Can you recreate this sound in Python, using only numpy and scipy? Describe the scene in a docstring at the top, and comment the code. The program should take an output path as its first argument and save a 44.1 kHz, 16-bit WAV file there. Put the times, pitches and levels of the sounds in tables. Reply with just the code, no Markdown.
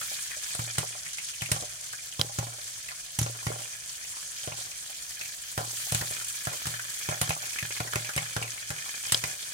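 """Popcorn bursts in a lidded pan of hot oil, close to the right of a pair of microphones.
Each burst cracks the hull, thumps the pan's air and base, and sends puffed corn tumbling.
Oil sizzles and spits throughout, and small kernels tick on the metal.
A small hard room echoes the blows over a faint rumble."""
import sys
import numpy as np
from scipy import signal
from scipy.fft import rfft, irfft, next_fast_len
from scipy.io import wavfile
from scipy.ndimage import uniform_filter1d

SR = 44100
rng = np.random.default_rng(int(sys.argv[2]) if len(sys.argv) > 2 else 0)


def transcribe(signal):
    """Save signal, clipped to [-1, 1], as a 16-bit WAV file at the path in sys.argv[1]."""
    frames = np.atleast_2d(signal).T
    limited = np.clip(frames, -1, 1)
    pcm = np.round(limited * 32767).astype(np.int16)
    wavfile.write(sys.argv[1], SR, pcm)


N = 420273
LEFT_LAG_SAMPLES, LEFT_DB = 15, -0.5  # the pan is later and quieter on the left


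def amp(db):
    """Turn decibels into a gain."""
    return 10 ** (np.asarray(db) / 20)


def level(x, db):
    """Set the average (RMS) level of x."""
    return x * amp(db) / np.sqrt(np.mean(x ** 2))


def band(x, lo_hz, hi_hz):
    """Keep what lies between two pitches."""
    edges_hz = [lo_hz, min(hi_hz, .45 * SR)]
    return signal.sosfilt(signal.butter(2, edges_hz, "band", fs=SR, output="sos"), x)


def fade(fade_s, length_s=.05):
    """Die away by 60 dB in fade_s seconds."""
    return np.exp(-np.log(1000) * np.arange(int(length_s * SR)) / SR / fade_s)


def sines(hz, fade_s, length_s):
    """One fading tone per row."""
    t = np.arange(int(length_s * SR)) / SR
    return np.sin(2 * np.pi * hz[:, None] * t) * np.exp(-np.log(1000) * t / fade_s[:, None])


def ring(blows, tones):
    """Each row of blows sets one fading tone ringing."""
    out = 0
    for row, (hz, db, fade_s) in zip(blows, tones):
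        decay = np.exp(-np.log(1000) / (fade_s * SR))
        turn = 2 * np.pi * hz / SR
        feedback = [1, -2 * decay * np.cos(turn), decay * decay]
        out = out + amp(db) * signal.lfilter([0, decay * np.sin(turn)], feedback, row)
    return out


def strike(clicks, tones):
    """Each click lands somewhere new, so it rings its own mix of tones on three paths."""
    at = np.flatnonzero(clicks)
    blows = np.zeros((len(tones), 3, N))
    blows[..., at] = clicks[at] * rng.uniform(-1.126, 1, (len(at), 3, len(tones))).T
    return ring(blows, tones)


def coloured(x, curve):
    """Turn each pitch up or down along a curve."""
    hz, db = np.transpose(curve)
    size = next_fast_len(N)
    bins_hz = np.maximum(np.arange(size // 2 + 1) * SR / size, 1)
    gain = amp(np.interp(np.log(bins_hz), np.log(hz), db))
    return irfft(rfft(x, size) * gain, size)[..., :N]


def wander(per_s):
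    """Glide from one random value to the next."""
    step = int(SR / per_s)
    held = np.repeat(rng.standard_normal(N // step + 1), step)
    return 0.62 * uniform_filter1d(held, step)[:N]


def grains(per_s, spread_db):
    """Random clicks, most small and a few large."""
    size = np.minimum(rng.exponential(size=N), 3.5)
    return (rng.random(N) < per_s / SR) * amp(spread_db * size)


def add(out, start_s, x):
    """Mix x into out at the given time."""
    i = int(start_s * SR)
    out[..., i:i + x.shape[-1]] += x[..., :N - i]


def pair(paths, share):
    """Three paths become stereo: row 0 reaches both sides, rows 1 and 2 one side each."""
    both = np.array([np.roll(paths[0], LEFT_LAG_SAMPLES), paths[0]])
    return np.sqrt(share) * both + np.sqrt(1 - share) * paths[1:]


# The tone of the room's rumble: pitch_hz, gain_db
RUMBLE_CURVE = [(18, -36), (30, 10), (59, -1.5), (76, -10.5), (160, -6.5), (217, -33), (296, -16),
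                (333, -25), (735, -11.5), (929, -45), (1000, -12.5), (1300, -71), (2200, -120)]


def rumble():
    """Low room noise, mostly alike on both sides."""
    middle, side = (level(coloured(rng.standard_normal(N), RUMBLE_CURVE), -56.5) for _ in range(2))
    return middle + 0.26 * side * np.array([[1], [-1]])


def room(x, echo_db=-14):
    """Hard walls give each side its own scatter of echoes, thin in the bass."""
    echoes = rng.standard_normal((2, int(.15 * SR))) * fade(0.16, length_s=.15)
    echoes = band(echoes, lo_hz=320, hi_hz=4900)
    echoes *= amp(echo_db) / np.sqrt((echoes ** 2).sum(axis=1, keepdims=True))
    return x + signal.fftconvolve(x, echoes, axes=1)[:, :N]


def spits():
    """A gain that jumps whenever a lone large bubble bursts."""
    decay = fade(0.013)[1]
    bursts = signal.lfilter([1], [1, -decay], grains(per_s=55, spread_db=3.7))
    return 1.5 + level(bursts, -7.5)


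# How loud the frying is as time passes: time_s, sizzle_db, tick_db, fizz_db
FRYING_LEVELS = [(0.0, -34.5, -44.5, -42.5), (0.4, -36, -47, -49), (0.7, -36.5, -44.5, -49),
                 (1.15, -38, -52, -53.5), (1.9, -39.5, -52, -52), (3.15, -40.5, -53, -53.5),
                 (3.2, -38.5, -66, -51), (3.4, -39.5, -50.5, -51), (4.601, -38.5, -52, -52),
                 (5.05, -40, -50, -49.5), (5.55, -38.5, -51, -47.5), (5.92, -34.5, -44, -40.5),
                 (6.26, -36.5, -45, -45.5), (7.248, -37, -43, -45.5), (8.15, -38.5, -43.5, -49),
                 (8.68, -39, -46, -51), (9.158, -35.5, -42, -46), (9.53, -38, -46.5, -49)]
# The tone of the sizzling oil: pitch_hz, gain_db
SIZZLE_CURVE = [(530, -56), (900, -12), (1040, -10.5), (1700, -2), (1970, -1), (2460, -2.5), (2760, -2),
                (3160, 4), (3600, 2), (3870, 1), (4400, 4.5), (5400, 4), (6300, 8), (7400, 7), (8600, 5.5),
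                (11000, 10.5), (14300, -3), (22000, -120)]
# Tones a hard kernel rings in the metal: pitch_hz, level_db, fade_s
TICK_TONES = [(1310, -4, 0.037), (1510, 2, 0.025), (1687, 4, 0.048), (1793, 3, 0.033), (2130, 1.5, 0.025),
              (2306, -1.5, 0.077), (2441, 2.5, 0.057), (3110, 1.5, 0.042), (3380, 2, 0.026),
              (4450, 5.5, 0.0061), (6270, 5.5, 0.014)]


def frying():
    """Steam bubbles burst in flurries, each size at its own pace; loose kernels tick on the metal."""
    time_s, *columns = np.transpose(FRYING_LEVELS)
    sizzle_db, tick_db, fizz_db = (np.interp(np.arange(N) / SR, time_s, c) for c in columns)
    bursts = signal.fftconvolve(grains(per_s=300, spread_db=3.5), fade(0.05, length_s=0.02))[:N]
    flurry = (level(bursts, 0) + 3) * amp(1.4 * wander(25))
    edges_hz = 850 * 2 ** np.arange(0, 4, .5)  # one band for each bubble size
    oil = 0
    for lo_hz, hi_hz in zip(edges_hz, edges_hz[1:]):
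        bubbles = band(rng.standard_normal((3, N)), lo_hz, hi_hz) * spits()
        flicker = 3.6 * wander(60) + 1.4 * wander(14)
        oil = oil + bubbles * amp(flicker * (2500 / lo_hz) ** 0.59)  # finer bubbles hiss more steadily
    sizzle = level(coloured(oil * flurry, SIZZLE_CURVE), sizzle_db)
    hiss = band(rng.standard_normal((3, N)), lo_hz=9500, hi_hz=15500)
    fizz = level(hiss * flurry * spits() * amp(1.7 * wander(40)), fizz_db)
    ticks = level(strike(grains(per_s=130, spread_db=3.1), TICK_TONES), tick_db)
    return pair(sizzle + fizz, share=0.019) + pair(ticks, share=0.44)


# Tones of the pan's walls and lid: pitch_hz, level_db, fade_s
WALL_TONES = [(366, 6.5, 0.013), (474, -0.5, 0.048), (549, -3.5, 0.08), (603, 0, 0.075), (690, -1.5, 0.06),
              (732, -1, 0.071), (800, -1.5, 0.067), (1014, 1, 0.05), (1045, 4, 0.033), (1146, 1, 0.046),
              (1406, 9, 0.026)]
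# Puffed corn dropping onto the pan: start_s, level_db, pitch_hz
BOUNCES = [(0.116, -47, 724), (0.367, -47.5, 597), (0.675, -44, 536), (1.409, -53, 707), (1.601, -45, 721),
           (1.625, -36.5, 534), (1.636, -39, 544), (2.246, -37, 476), (2.295, -41.5, 745),
           (2.484, -46, 694), (2.535, -54, 616), (2.916, -40, 1190), (3.297, -42, 460), (3.428, -45, 1120),
           (3.502, -29, 440), (4.169, -46, 1200), (4.44, -49, 730), (4.896, -49, 730), (5.589, -39, 696),
           (5.64, -44, 950), (5.707, -47, 960), (5.87, -48, 741.5), (7.123, -37, 750), (7.137, -43, 749),
           (7.167, -46, 540), (7.229, -33, 1060), (7.427, -47, 744), (7.812, -40, 603), (8.057, -45, 740),
           (8.86, -41.5, 1140), (9.328, -45, 450)]


def bounces(reach_octaves=0.54):
    """A soft landing rings only the wall tones near its own pitch: a hollow knock."""
    out = np.zeros((3, N))
    hz, tone_db, fade_s = np.transpose(WALL_TONES)
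    tones = sines(hz, fade_s, length_s=.12)
    for start_s, level_db, pitch_hz in BOUNCES:
        nearness = np.exp(-(np.log2(hz / pitch_hz) / reach_octaves) ** 2)
        mix = amp(level_db + tone_db) * nearness * rng.choice([-1, 1], (3, len(hz)))
        add(out, start_s, mix @ tones)
    return pair(out, share=0.79)


def crack(peak_db, hz, rise_s, fade_s, width, hiss_db, rattle=0.13, split=0):
    """Noise around one pitch plus a wide hiss; split sharpens the start, rattle adds a tail."""
    noise = rng.standard_normal((2, 3, int(.05 * SR)))
    pitched = level(band(noise[0], hz / width, hz * width), 0)
    hiss = level(band(noise[1], 970, 11200), hiss_db)
    fall = fade(fade_s) + split * fade(0.012) + rattle * fade(0.32)
    burst = (pitched + hiss) * fall * (1 - fade(rise_s))
    return burst * amp(peak_db) / np.abs(burst).max(axis=1, keepdims=True)


# Corn and hulls hitting the metal: start_s, crack_db, pitch_hz, knock_db
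TAPS = [(0.013, -23.5, 1490, -50), (0.2448, -35, 4410, -70), (0.3158, -27, 1810, -58),
        (0.3295, -31, 1800, -63), (0.434, -29.5, 3400, -64), (0.5492, -19.5, 8500, -42),
        (1.063, -27, 2170, -53), (1.1318, -25.5, 6130, -65), (1.1836, -24.5, 2350, -59),
        (1.1977, -33, 2460, -62), (1.3364, -31, 2620, -71), (1.4086, -27.5, 3140, -60),
        (1.4585, -25, 2440, -64), (1.5621, -25, 6200, -36.5), (1.6224, -27, 6200, -39.5),
        (1.932, -26, 1580, -52), (2.124, -29, 3190, -77), (2.4274, -34, 6260, -36.5),
        (2.469, -41, 6534, -45), (2.8861, -27, 2220, -59), (2.908, -33, 1920, -54), (3.062, -32, 4440, -69),
        (3.191, -17, 6540, -60), (3.228, -19, 6400, -60), (3.2624, -30, 2550, -35), (3.502, -34, 7400, -49),
        (3.5175, -47, 6000, -38), (3.593, -42, 6040, -45), (3.6351, -34, 3120, -66),
        (3.897, -27, 5000, -73), (4.047, -34, 2520, -58), (4.4325, -33, 3310, -66),
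        (4.52, -29, 2510, -39.5), (4.5861, -29, 8300, -47.5), (4.7147, -33, 2460, -58),
        (5.1064, -31, 4900, -62), (5.193, -32, 4270, -69), (5.2112, -23.5, 2380, -51),
        (5.253, -31, 2420, -64), (6.109, -24, 9800, -39.5), (6.2115, -29.5, 1560, -53),
        (6.4515, -19.5, 8000, -61), (6.7386, -24, 1640, -46), (6.795, -23, 1540, -64),
        (6.9007, -38, 4430, -60), (7.1128, -27, 1810, -36.5), (7.226, -28, 11500, -58),
        (7.2307, -29, 3350, -39), (7.3051, -18.5, 2450, -31.5), (7.4335, -28, 2470, -63),
        (7.4944, -33, 2520, -71), (7.5316, -29, 2450, -62), (7.586, -18.5, 2290, -68),
        (7.706, -26, 2350, -45), (7.7651, -26, 2242, -55), (7.874, -26, 1690, -60),
        (7.9336, -18, 1449, -38), (8.0457, -25, 2270, -54), (8.091, -21, 1495, -46),
        (8.1344, -29, 2420, -55), (8.177, -14, 2180, -28), (8.2202, -26, 7220, -39),
        (8.253, -30, 1770, -60), (8.4143, -31, 5008, -35.5), (8.425, -20.5, 2450, -42),
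        (8.4774, -29, 2300, -58), (8.5774, -29, 2370, -59), (9.0666, -27, 5010, -46),
        (9.0952, -28, 2972, -63), (9.427, -28.5, 3580, -63)]


def taps():
    """Each hit on the metal makes a short, narrow crack."""
    out = np.zeros((3, N))
    for start_s, db, hz, _ in TAPS:
        tap = crack(db, hz, rise_s=0.0045, fade_s=0.043, width=1.138, hiss_db=-4.5, split=0.55)
        add(out, start_s, tap)
    return pair(out, share=0.12)


# High tones of the lid: pitch_hz, level_db, fade_s
LID_TONES = [(3090, -2, 0.016), (3360, -2, .014), (3700, -3, .01), (4020, -2, 0.016), (4700, -5, 0.011),
             (5040, -2, 0.018), (6440, -11, 0.008)]
# Hard kernels flung at the lid: start_s, ring_db, knock_db, fade_ratio, edge_db_per_octave
SNAPS = [(2.2133, -6.5, -34, .55, -9), (9.1453, -14, -36, 1.0, 6)]


def snaps(middle_hz=4060, click_db=-9, side_gain=.45):
    """A kernel clicks on the lid and briefly rings its high tones; each side hears its own mix."""
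    out = np.zeros((3, N))
    hz, tone_db, fade_s = np.transpose(LID_TONES)
    octaves_from_middle = np.abs(np.log2(hz / middle_hz))
    for start_s, ring_db, _, fade_ratio, edge_db_per_octave in SNAPS:
        gains = amp(ring_db + tone_db + edge_db_per_octave * octaves_from_middle)
        lean = rng.choice([-1, 1], len(hz))  # which side each tone favours
        paths = np.array([(-1.) ** np.arange(len(hz)), lean, -lean])
        ping = (gains * paths) @ sines(hz, fade_ratio * fade_s, length_s=.04)
        add(out, start_s, ping * (1 - fade(0.00046, length_s=.04)))
        click = crack(ring_db + click_db, hz=9100, rise_s=0.001, fade_s=0.02,
                      width=1.01, hiss_db=20, rattle=0.082)
        add(out, start_s, click)
    return out[0] + side_gain * out[1:]


def knocks(tumble_db=-15, tumble_fade_s=0.69):
    """Pops, taps and snaps ring the walls and lid; after a pop the corn tumbles on."""
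    blows, stir = np.zeros((2, N))
    for start_s, _, _, knock_db, *_ in POPS + TAPS:
        blows[int(start_s * SR)] += amp(knock_db)
    for start_s, _, knock_db, *_ in SNAPS:
        blows[int(start_s * SR)] += amp(knock_db)
    for start_s, _, _, knock_db, *_ in POPS:
        add(stir, start_s, amp(knock_db + tumble_db) * fade(tumble_fade_s, length_s=.35))
    tumbling = stir * grains(per_s=80, spread_db=4.2)
    walls = strike(blows + tumbling, WALL_TONES)
    return pair(uniform_filter1d(walls, size=9), share=0.7)  # smoothing dulls the treble


# Low tones of the pan's air and base: pitch_hz, level_db, fade_s
BASE_TONES = [(88, -17, 0.12), (128, 3, 0.1), (116.2, -6.5, 0.82), (118.6, -11.5, 0.74), (251, -9, 0.048),
              (292, -13, 0.068)]


def thumps(push_s=0.0017, lead_s=0.0013, place_db=1.7, lid_db=-2.5, tap_db=-8.5, left_db=-0.5):
    """A soft push just before each crack rings air, base and lid; where it lands varies the mix."""
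    tones = BASE_TONES + [(155, 0, 0.21)]  # plus the lid's low tone
    blows = np.zeros((len(tones), N))
    push = np.hanning(int(push_s * SR))
    rings_long = np.array(BASE_TONES)[:, 2] > .25
    hits = [(start_s, thump_db, long_ring_db) for start_s, *_, thump_db, long_ring_db in POPS]
    hits += [(start_s, knock_db + tap_db, 0) for start_s, *_, knock_db in TAPS]
    for start_s, thump_db, long_ring_db in hits:
        base_db = thump_db + long_ring_db * rings_long + place_db * rng.standard_normal(len(BASE_TONES))
        gains = amp(np.append(base_db, thump_db + lid_db))
        add(blows, start_s - lead_s, gains[:, None] * push / push.sum())
    boom = ring(blows, tones)
    return np.array([amp(left_db) * np.roll(boom, LEFT_LAG_SAMPLES), boom])


# Bursting kernels: start_s, crack_db, pitch_hz, knock_db, thump_db, long_ring_db
POPS = [(0.592, -23.5, 9200, -39, -33.5, 0.5), (0.7822, -12.5, 8750, -32, -29, -13),
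        (1.4194, -19, 2400, -41, -34.5, -4), (1.516, -8.5, 8940, -35, -28.5, -5),
        (2.1944, -17.5, 3330, -33, -29.5, -3), (2.3863, -18, 6500, -31.5, -28.5, -1),
        (3.1877, -12.5, 10500, -36.5, -28.5, -2), (3.214, -19.5, 10500, -44, -28, -2),
        (3.4669, -21, 2140, -32.5, -28.5, -4), (4.475, -26, 3220, -35, -39, -8),
        (5.577, -18, 1620, -30, -32, -3), (5.9213, -13.5, 8900, -34, -30.5, -7),
        (5.9465, -11.5, 7300, -42, -33, -2), (5.975, -25, 8200, -60, -53, -8),
        (6.0118, -21, 1730, -41.5, -36.5, 3), (6.4708, -21, 1580, -31.5, -34, -10),
        (6.655, -22, 1470, -48, -41.5, -4), (6.669, -18, 8700, -45, -34.5, -3),
        (7.088, -21, 2300, -33.5, -31, -10), (7.214, -9.5, 9550, -31, -28, -13),
        (7.2927, -14.5, 9600, -44, -31.5, -4.5), (7.6259, -23, 1888, -46, -36, -3),
        (7.8022, -21, 2250, -30.5, -35, -1), (7.9565, -14, 2280, -31, -32, -1),
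        (8.163, -16.5, 8600, -40, -31, -6), (8.3645, -16, 1530, -34, -33, 2),
        (8.7032, -19.5, 1630, -42.5, -35, -8), (9.121, -7.5, 8400, -38.5, -35, -3),
        (9.2383, -16, 2200, -35.5, -37.5, -6)]


def pops():
    """A hull splits with a sharp crack and a wide hiss of escaping steam."""
    out = np.zeros((3, N))
    for start_s, db, hz, *_ in POPS:
        pop = crack(db, hz, rise_s=0.0041, fade_s=0.043, width=1.122, hiss_db=1.5, rattle=0.29, split=1.7)
        add(out, start_s, pop)
    return pair(out, share=0.12)


def scene():
    """The pan sits a little to the right, over the room's rumble."""
    pan = room(thumps() + knocks() + bounces() + pops() + taps()) + snaps() + frying()
    return amp([[LEFT_DB / 2], [-LEFT_DB / 2]]) * pan + rumble()


def record(dry, low_hz=59, top_hz=15850):
    """The microphones lose the deep bass and the recorder cuts the highest treble."""
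    thin = signal.sosfilt(signal.butter(4, low_hz, "high", fs=SR, output="sos"), dry)
    return signal.sosfilt(signal.ellip(10, .2, 70, top_hz, fs=SR, output="sos"), thin)


dry = scene()
out = record(dry)
transcribe(out)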